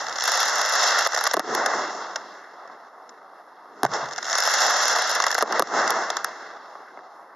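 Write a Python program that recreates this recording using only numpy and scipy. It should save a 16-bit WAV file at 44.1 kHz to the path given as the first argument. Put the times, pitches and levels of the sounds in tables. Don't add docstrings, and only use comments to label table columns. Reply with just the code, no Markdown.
import sys
import numpy as np
from scipy import signal
from scipy.fft import rfft, irfft
from scipy.io import wavfile
from scipy.ndimage import uniform_filter1d

SR = 44100
rng = np.random.default_rng(int(sys.argv[2]) if len(sys.argv) > 2 else 0)


def file_out(sig):
    cols = np.atleast_2d(sig).T
    lim = np.clip(cols, -1, 1)
    pcm = np.round(lim * 32767).astype(np.int16)
    wavfile.write(sys.argv[1], SR, pcm)


def volts_from_decibels(level):
    exponent = np.asarray(level, float) / 20
    return 10 ** exponent


N = 324135

# low edge f/Hz, high edge f/Hz
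BANDS = [(150, 430), (430, 1300), (1300, 2450), (2450, 4900), (4900, 8000), (8000, 15000)]
SIDE_DB = [-19, -22, -17, -10, -7, -8]
# t/s, edge/dB, body/dB, boom/dB, gain control dip/dB (none if negative)
BANGS = [(1.073, -24, -11.5, -46, 13.5), (1.2744, -24.5, -16, -46, 7), (1.339, -42, -12, -10.5, 7),
         (1.3411, -19.5, -6, -15, -0.5), (1.3684, -34, -11, -10, 0.5), (1.373, -54, -8.5, -20, 2),
         (1.3952, -23.5, -10, -10, 8), (3.8328, -20.5, -4, -4.5, -4), (3.8445, -48, -11.5, -19, -6),
         (3.8489, -44, -17, -24, -5), (3.8512, -35, -4, -32, -7), (5.4251, -18.5, -4.5, -12, 3),
         (5.43, -50, -9.5, -6, -0.5), (5.5956, -12.5, -2, -4.5, 7.5), (5.6015, -49.5, -8, -22, 3),
         (5.623, -25, -8, -11, 5)]


def bangs(mic):
    s, edge, body, boom, _ = np.transpose(BANGS)
    crack = -17 + 0.43 * (edge + 20)
    levels = [boom, body, body - 8, crack, crack, edge]
    return blasts(mic, s, levels, step_db=1.5, mirror_db=-5.0, puff_db=-12.5)


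def stars(mic):
    # t/s, edge/dB, crack/dB, body/dB
    early = [(.067, -48, -22, -19), (.084, -53, -21, -16.5), (.0948, -45, -22, -31), (.1263, -47, -20, -23),
             (.1576, -52, -20, -33), (.162, -49, -22, -17), (.185, -48.5, -24, -20), (.199, -48, -22, -24),
             (.207, -46, -14, -14), (.222, -49, -13.5, -12.5), (4.0871, -55, -27, -34),
             (4.1265, -56, -26, -38), (4.1338, -50, -24.5, -37), (4.161, -49, -27, -22),
             (4.171, -55, -31, -28), (4.1837, -53, -21.5, -16.5), (4.229, -55, -24, -28),
             (4.266, -50, -23, -24), (4.283, -51, -26, -23), (4.2444, -53, -22, -23),
             (4.253, -49, -18, -19), (4.298, -44, -22, -30)]
    # t/s, crack/dB
    kindling = [(4.298, -23), (4.3094, -20), (4.3168, -21), (4.329, -13.5), (4.3527, -14.5),
                (4.3763, -17.5), (4.3864, -14), (4.4241, -15)]
    # t/s, edge/dB, crack/dB, body/dB
    stragglers = [(1.05, -29, -14, -19), (1.0626, -31, -15, -5), (1.132, -51, -21, -14),
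                  (1.1442, -51, -16, -8.5), (1.148, -24, -14.5, -37), (1.163, -39, -18, -9.5),
                  (1.174, -37, -16, -11), (1.18, -26, -19.5, -13), (1.189, -38, -16, -15),
                  (1.21, -26.5, -15.5, -9.5), (1.2394, -16.5, -14.5, -12.5), (1.254, -31, -19, -7.5),
                  (1.2669, -49, -9.5, -8), (1.27, -32, -15, -6.5), (1.312, -44, -15, -12.5),
                  (1.3358, -16, -14, -7), (5.2013, -27, -12, -3), (5.222, -29, -10, -15),
                  (5.2397, -32, -11.5, -3), (5.2659, -23, -12, -5), (5.2703, -28, -28.5, -14),
                  (5.282, -36, -16.5, -27), (5.3057, -27, -22, -8.5), (5.3142, -25, -14, -34),
                  (5.3265, -32, -18, -8.5), (5.345, -21.5, -14, -15), (5.35, -22.5, -16, -7.5),
                  (5.3808, -25.5, -13.5, -5.5), (5.387, -22, -19.5, -11), (5.409, -49, -16, -8)]
    # t/s, edge/dB, crack/dB, body/dB
    lone = [(1.0896, -59, -29, -20), (1.121, -59, -21, -21), (1.401, -55, -31, -11.5),
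            (1.5496, -20, -13, -6), (1.6609, -14.5, -12, -6), (1.735, -44, -32, -7),
            (2.1588, -43, -13.5, -8.5), (2.6753, -70, -43, -31), (3.0927, -70, -35.5, -43),
            (3.8629, -43, -27, -15), (3.916, -59, -31, -21), (3.9365, -53, -17, -21),
            (3.951, -62, -35, -17), (4.4752, -19, -17, -7.5), (5.4156, -39, -22, -21),
            (5.4735, -70, -31, -35), (5.524, -32, -16, -9.5), (5.673, -71, -29, -27),
            (5.816, -68, -22, -9.5), (5.877, -28, -12.5, -9.5), (5.9048, -14, -13.5, -12.5),
            (6.1021, -24.5, -13.5, -8), (6.1685, -28, -15, -10.5), (6.245, -14.5, -15.5, -10.5)]
    # start t/s, end t/s
    igniting_s = [(0, .2), (4.05, 4.3)]
    small = scattered(igniting_s, [-55, -27.5, -25], scatter_db=3, count=8)
    catching = [(s, *np.add(crack_db, (-20, 3, 3.5))) for s, crack_db in kindling]
    s, edge, crack, body = np.vstack([early, catching, stragglers, lone, small]).T
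    levels = [body - 32, body - 3, body, crack, crack, edge]
    return blasts(mic, s, levels, step_db=-7.5, mirror_db=-2.0, puff_db=-6.5)


def fan_sparks(mic):
    # t/s, edge/dB
    nearest = [(.239, -24.5), (.256, -30), (.2768, -21.5), (.2867, -32), (.3186, -26), (.3364, -36),
               (.356, -28), (.404, -26), (.4305, -28), (.4562, -27), (.594, -38), (.6165, -23),
               (.7353, -27.5), (.8302, -33), (.9879, -25), (4.356, -31), (4.3835, -22), (4.4034, -21),
               (4.4366, -24.5), (4.508, -27), (4.5387, -21), (4.6044, -23.5), (4.709, -31), (4.8372, -32),
               (4.8814, -23.5), (5.0218, -26), (5.1032, -28), (5.1137, -26), (5.1503, -29.5)]
    # start t/s, end t/s
    fan_s = [(.25, 1.03), (4.43, 5.18)]
    farther = scattered(fan_s, [-33], scatter_db=3, count=45)
    s, edge = np.vstack([nearest, farther]).T
    near = 0.37 * (edge + 30)
    levels = [near - 55, near - 22, near - 21, near - 21.5, near - 21.5, edge]
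    return blasts(mic, s, levels, step_db=-1.0, mirror_db=-6.5, puff_db=-2.5)


def blasts(mic, s, levels, step_db, mirror_db, puff_db):
    pop_db = [3, -1, -4, -3, -0.5, 4]
    puff_s = [0.0046, 0.0038, 0.0043, 0.0018, 0.0032, 0.00048]
    at = (s * SR).astype(int)
    aside = np.sin(1000 * s)
    low = (s > 3.8) & (s < 3.9)
    detour = (np.where(low, 0.00131, 0.0017) * SR).astype(int)
    out = 0
    for edges, db, share_db, side_db, fade_s in zip(BANDS, levels, pop_db, SIDE_DB, puff_s):
        train = np.zeros((2, N))
        np.add.at(train, (0, at), volts_from_decibels(db + share_db))
        np.add.at(train, (1, at + 1), volts_from_decibels(db + share_db + side_db + 2.5) * aside)
        step = train.copy()
        step[:, at + detour] += volts_from_decibels(mirror_db - edges[0] / 600) * (train[:, at] + train[:, at + 1])
        mic_peak = np.abs(signal.hilbert(sharp_band(mic, edges))).max()
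        step = sharp_band(step, edges) / mic_peak
        tail = signal.fftconvolve(train, decay(fade_s, count=2500)[None])[:, :N]
        puff = band(tail * noise(edges[0]), edges) / band_rss(mic, edges)
        mid, side = volts_from_decibels(step_db) * step + volts_from_decibels(puff_db) * puff
        out = out + stereo(mid, side)
    return out


def scattered(spans, levels_db, scatter_db, count):
    rows = []
    for start_s, end_s in spans:
        s = rng.uniform(start_s, end_s, count)
        rows.append(np.c_[s, rng.standard_normal((count, len(levels_db)))])
    rows = np.vstack(rows)
    return np.c_[rows[:, 0], np.add(levels_db, scatter_db * rows[:, 1:])]


def wash(mic):
    boom, body, hiss, air = layers()
    lean = 0.32 * (hiss - body + 6)
    thin = 0.11 * (hiss + 30)
    levels = [boom, body - 3 - lean, body - 3 + lean, hiss - 4 - thin, hiss - 2 + thin, air]
    far = puffs(count=1500, scatter_db=0.5, tail_s=0.0036)
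    near = puffs(count=1800, scatter_db=8.0, tail_s=0.0008)
    sparks = np.clip((air + 64) / 8, 0, 1)
    shapes = [1 - share * (1 - far) for share in (0.23, 0.35, 0.25, 0.29, 0.23)]
    shapes.append(1 - np.clip(1.1 * sparks, 0, 0.9) * (1 - near))
    roll = walk(28)
    out = 0
    for edges, db, shape, side_db in zip(BANDS, levels, shapes, SIDE_DB):
        wander_db = 0.86 * roll + 1.83 * walk(12)
        gain = volts_from_decibels(db + wander_db) * np.sqrt(np.abs(shape)) / band_rss(mic, edges)
        mid, side = band(gain * noise(edges[0]), edges)
        out = out + stereo(mid, volts_from_decibels(side_db) * side)
    return out


def layers():
    # t/s, level/dB
    crackle = [
        [(0, -41), (.15, -40.5), (.26, -28), (.38, -27), (.78, -26), (1.0, -28), (1.18, -32.5), (1.32, -32.5),
         (1.41, -54)],
        [(4.0, -79.5), (4.2, -47), (4.29, -32), (4.47, -26), (4.64, -24.5), (5.09, -27.5), (5.26, -35.5),
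         (5.42, -36.5), (5.46, -69)],
    ]
    crackle_colour_db = [-22.5, 4, 0, -25]
    # peak t/s, level/dB, boom against level/dB, fade/(dB/s)
    returns = [(-.12, -22.5, -21, 87), (1.51, -30.5, 5.5, 99), (1.57, -21.5, -16.5, 41),
               (1.748, -24, -11.5, 70), (1.95, -32.5, -9.5, 60), (2.72, -48, -3, 102), (3.8, -44.5, -4, 59),
               (3.943, -21.5, -9, 194), (4.015, -30, -14, 157), (5.51, -27, -5, 87), (5.57, -24, -16, 92),
               (5.735, -28, 0.5, 114), (5.78, -20.5, -12, 91), (5.87, -26, -17, 33),
               (5.97, -25.5, -11.5, 75)]
    night_db = [-62, -49.5, -70.5, -78.5]
    roll_db, roll_fade_db_per_s = np.c_[[-28, -13, -24, -57.5]], np.c_[[11.1, 15.5, 21, 24]]
    t = np.arange(N) / SR
    burning = 0
    for fan in crackle:
        fan_s, fan_db = np.transpose(fan)
        burning = burning + volts_from_decibels(np.interp(t, fan_s, fan_db, left=-np.inf, right=-np.inf)) ** 2
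    piled = []
    for pile_up_s in (0.15, 0.067):
        hold = np.exp(-1 / (pile_up_s * SR))
        piled.append(signal.lfilter([1 - hold], [1, -hold], burning))
    power = volts_from_decibels(np.c_[crackle_colour_db]) ** 2 * [*piled, burning, burning]
    power = power + volts_from_decibels(np.c_[night_db]) ** 2
    for s, db, boom_db, fade_db_per_s in returns:
        late_s = np.maximum(t - s, 0)
        rise_db = db - 1.77 * fade_db_per_s * np.maximum(s - t, 0)
        hiss_db = -13 - 0.45 * (boom_db + 10)
        colour_db = np.c_[[boom_db, 0, hiss_db, -49]]
        power = power + volts_from_decibels(rise_db - fade_db_per_s * late_s + colour_db) ** 2
        power = power + volts_from_decibels(rise_db - roll_fade_db_per_s * late_s + roll_db) ** 2
    return 10 * np.log10(power)


def puffs(count, scatter_db, tail_s):
    moment, size = rng.random((count, 2)).T
    train = np.zeros(N)
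    train[(moment * (N - 1)).astype(int)] = volts_from_decibels(scatter_db * np.minimum(-np.log(size), 2)) ** 2
    power = np.abs(signal.fftconvolve(train, decay(tail_s, count=2000))[:N])
    return np.minimum(power / power.mean(), 5)


def gain_control():
    s, _, _, _, dip_db = np.transpose(BANGS)
    dips = np.zeros(N)
    dips[(s * SR).astype(int)] = np.maximum(dip_db, 0)
    return volts_from_decibels(-signal.fftconvolve(dips, decay(0.074, count=12000))[:N])


def hills(mic):
    # t/s, level/dB
    far_echoes = [(2.698, -22.5), (3.015, -49), (6.753, -20.5), (6.8, -24), (6.943, -35), (6.973, -20),
                  (6.99, -23), (7.212, -32), (7.245, -40)]
    s, body = np.transpose(far_echoes)
    levels = [body - 18, body - 3, body - 8, body - 30, body - 35, body - 60]
    return blasts(mic, s, levels, step_db=-21, mirror_db=5, puff_db=-7.0)


def thuds(mic):
    # t/s, level/dB, fade t/s
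    lifts = [
        (0.001, -62.5, .15),
        (3.831, -38, 0.056),
        (4.019, -49, 0.065),
    ]
    t = np.arange(N) / SR
    swell = sum(volts_from_decibels(db) * (t > s) * np.exp(-np.abs(t - s) / fade_s) for s, db, fade_s in lifts)
    edges = (70, 170)
    return band(swell * rng.standard_normal(N), edges) / band_rss(mic, edges)


def mic_response(size=2048):
    # f/Hz, level/dB
    mic_colour = [(35, -78), (110, -35), (305, -17.5), (720, -1), (1000, -3), (1250, -1), (1950, -6),
                  (3500, -12), (4800, -14), (5200, -3), (7100, -9.5), (8700, -20.5), (11600, -9.5),
                  (13500, -46.5)]
    # f/Hz, width f/Hz, level/dB
    port_notches = [(2403, 150, -26), (3010, 128, -14.5), (8010, 320, -27.5)]
    hz, db = np.transpose(mic_colour)
    axis = np.linspace(1, SR / 2, size + 1)
    colour = np.interp(np.log(axis), np.log(hz), db) - 40 * np.clip(axis / hz[-1] - 1, 0, 1)
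    for notch_hz, width_hz, deep_db in port_notches:
        colour += deep_db * np.exp(-((axis - notch_hz) / width_hz) ** 2 / 2)
    cepstrum = irfft(np.log(volts_from_decibels(colour)))
    cepstrum[1:size] *= 2
    cepstrum[size + 1:] = 0
    return irfft(np.exp(rfft(cepstrum)))[:size]


def decay(seconds, count):
    return np.exp(-np.arange(count) / (seconds * SR))


def band(x, edges):
    return signal.sosfilt(signal.butter(4, edges, "bandpass", fs=SR, output="sos"), x)


def sharp_band(x, edges):
    return signal.sosfiltfilt(signal.butter(3, edges, "bandpass", fs=SR, output="sos"), x)


def band_rss(mic, edges):
    return np.sqrt(np.sum(band(mic, edges) ** 2))


def walk(rate_hz):
    hold = int(SR / rate_hz)
    steps = np.repeat(rng.standard_normal(N // hold + 1), hold)
    return 0.88 * uniform_filter1d(steps, hold)[:N]


def noise(shift):
    return np.roll(np.clip(rng.standard_normal((2, N)), -3, 3), shift, axis=1)


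def stereo(mid, side):
    return np.array([0.82 * mid + side, 0.85 * mid - side])


def scene():
    mic = mic_response()
    pops = bangs(mic) + stars(mic) + fan_sparks(mic)
    return pops + gain_control() * wash(mic) + hills(mic) + thuds(mic)


def roll_off(x):
    return signal.sosfilt(signal.butter(12, 15800, fs=SR, output="sos"), x)


def record(dry):
    heard = signal.fftconvolve(dry, mic_response()[None])[:, :N]
    mix = np.tanh(0.84 * heard) * 1.219
    return roll_off(mix)


dry = scene()
out = record(dry)
file_out(out)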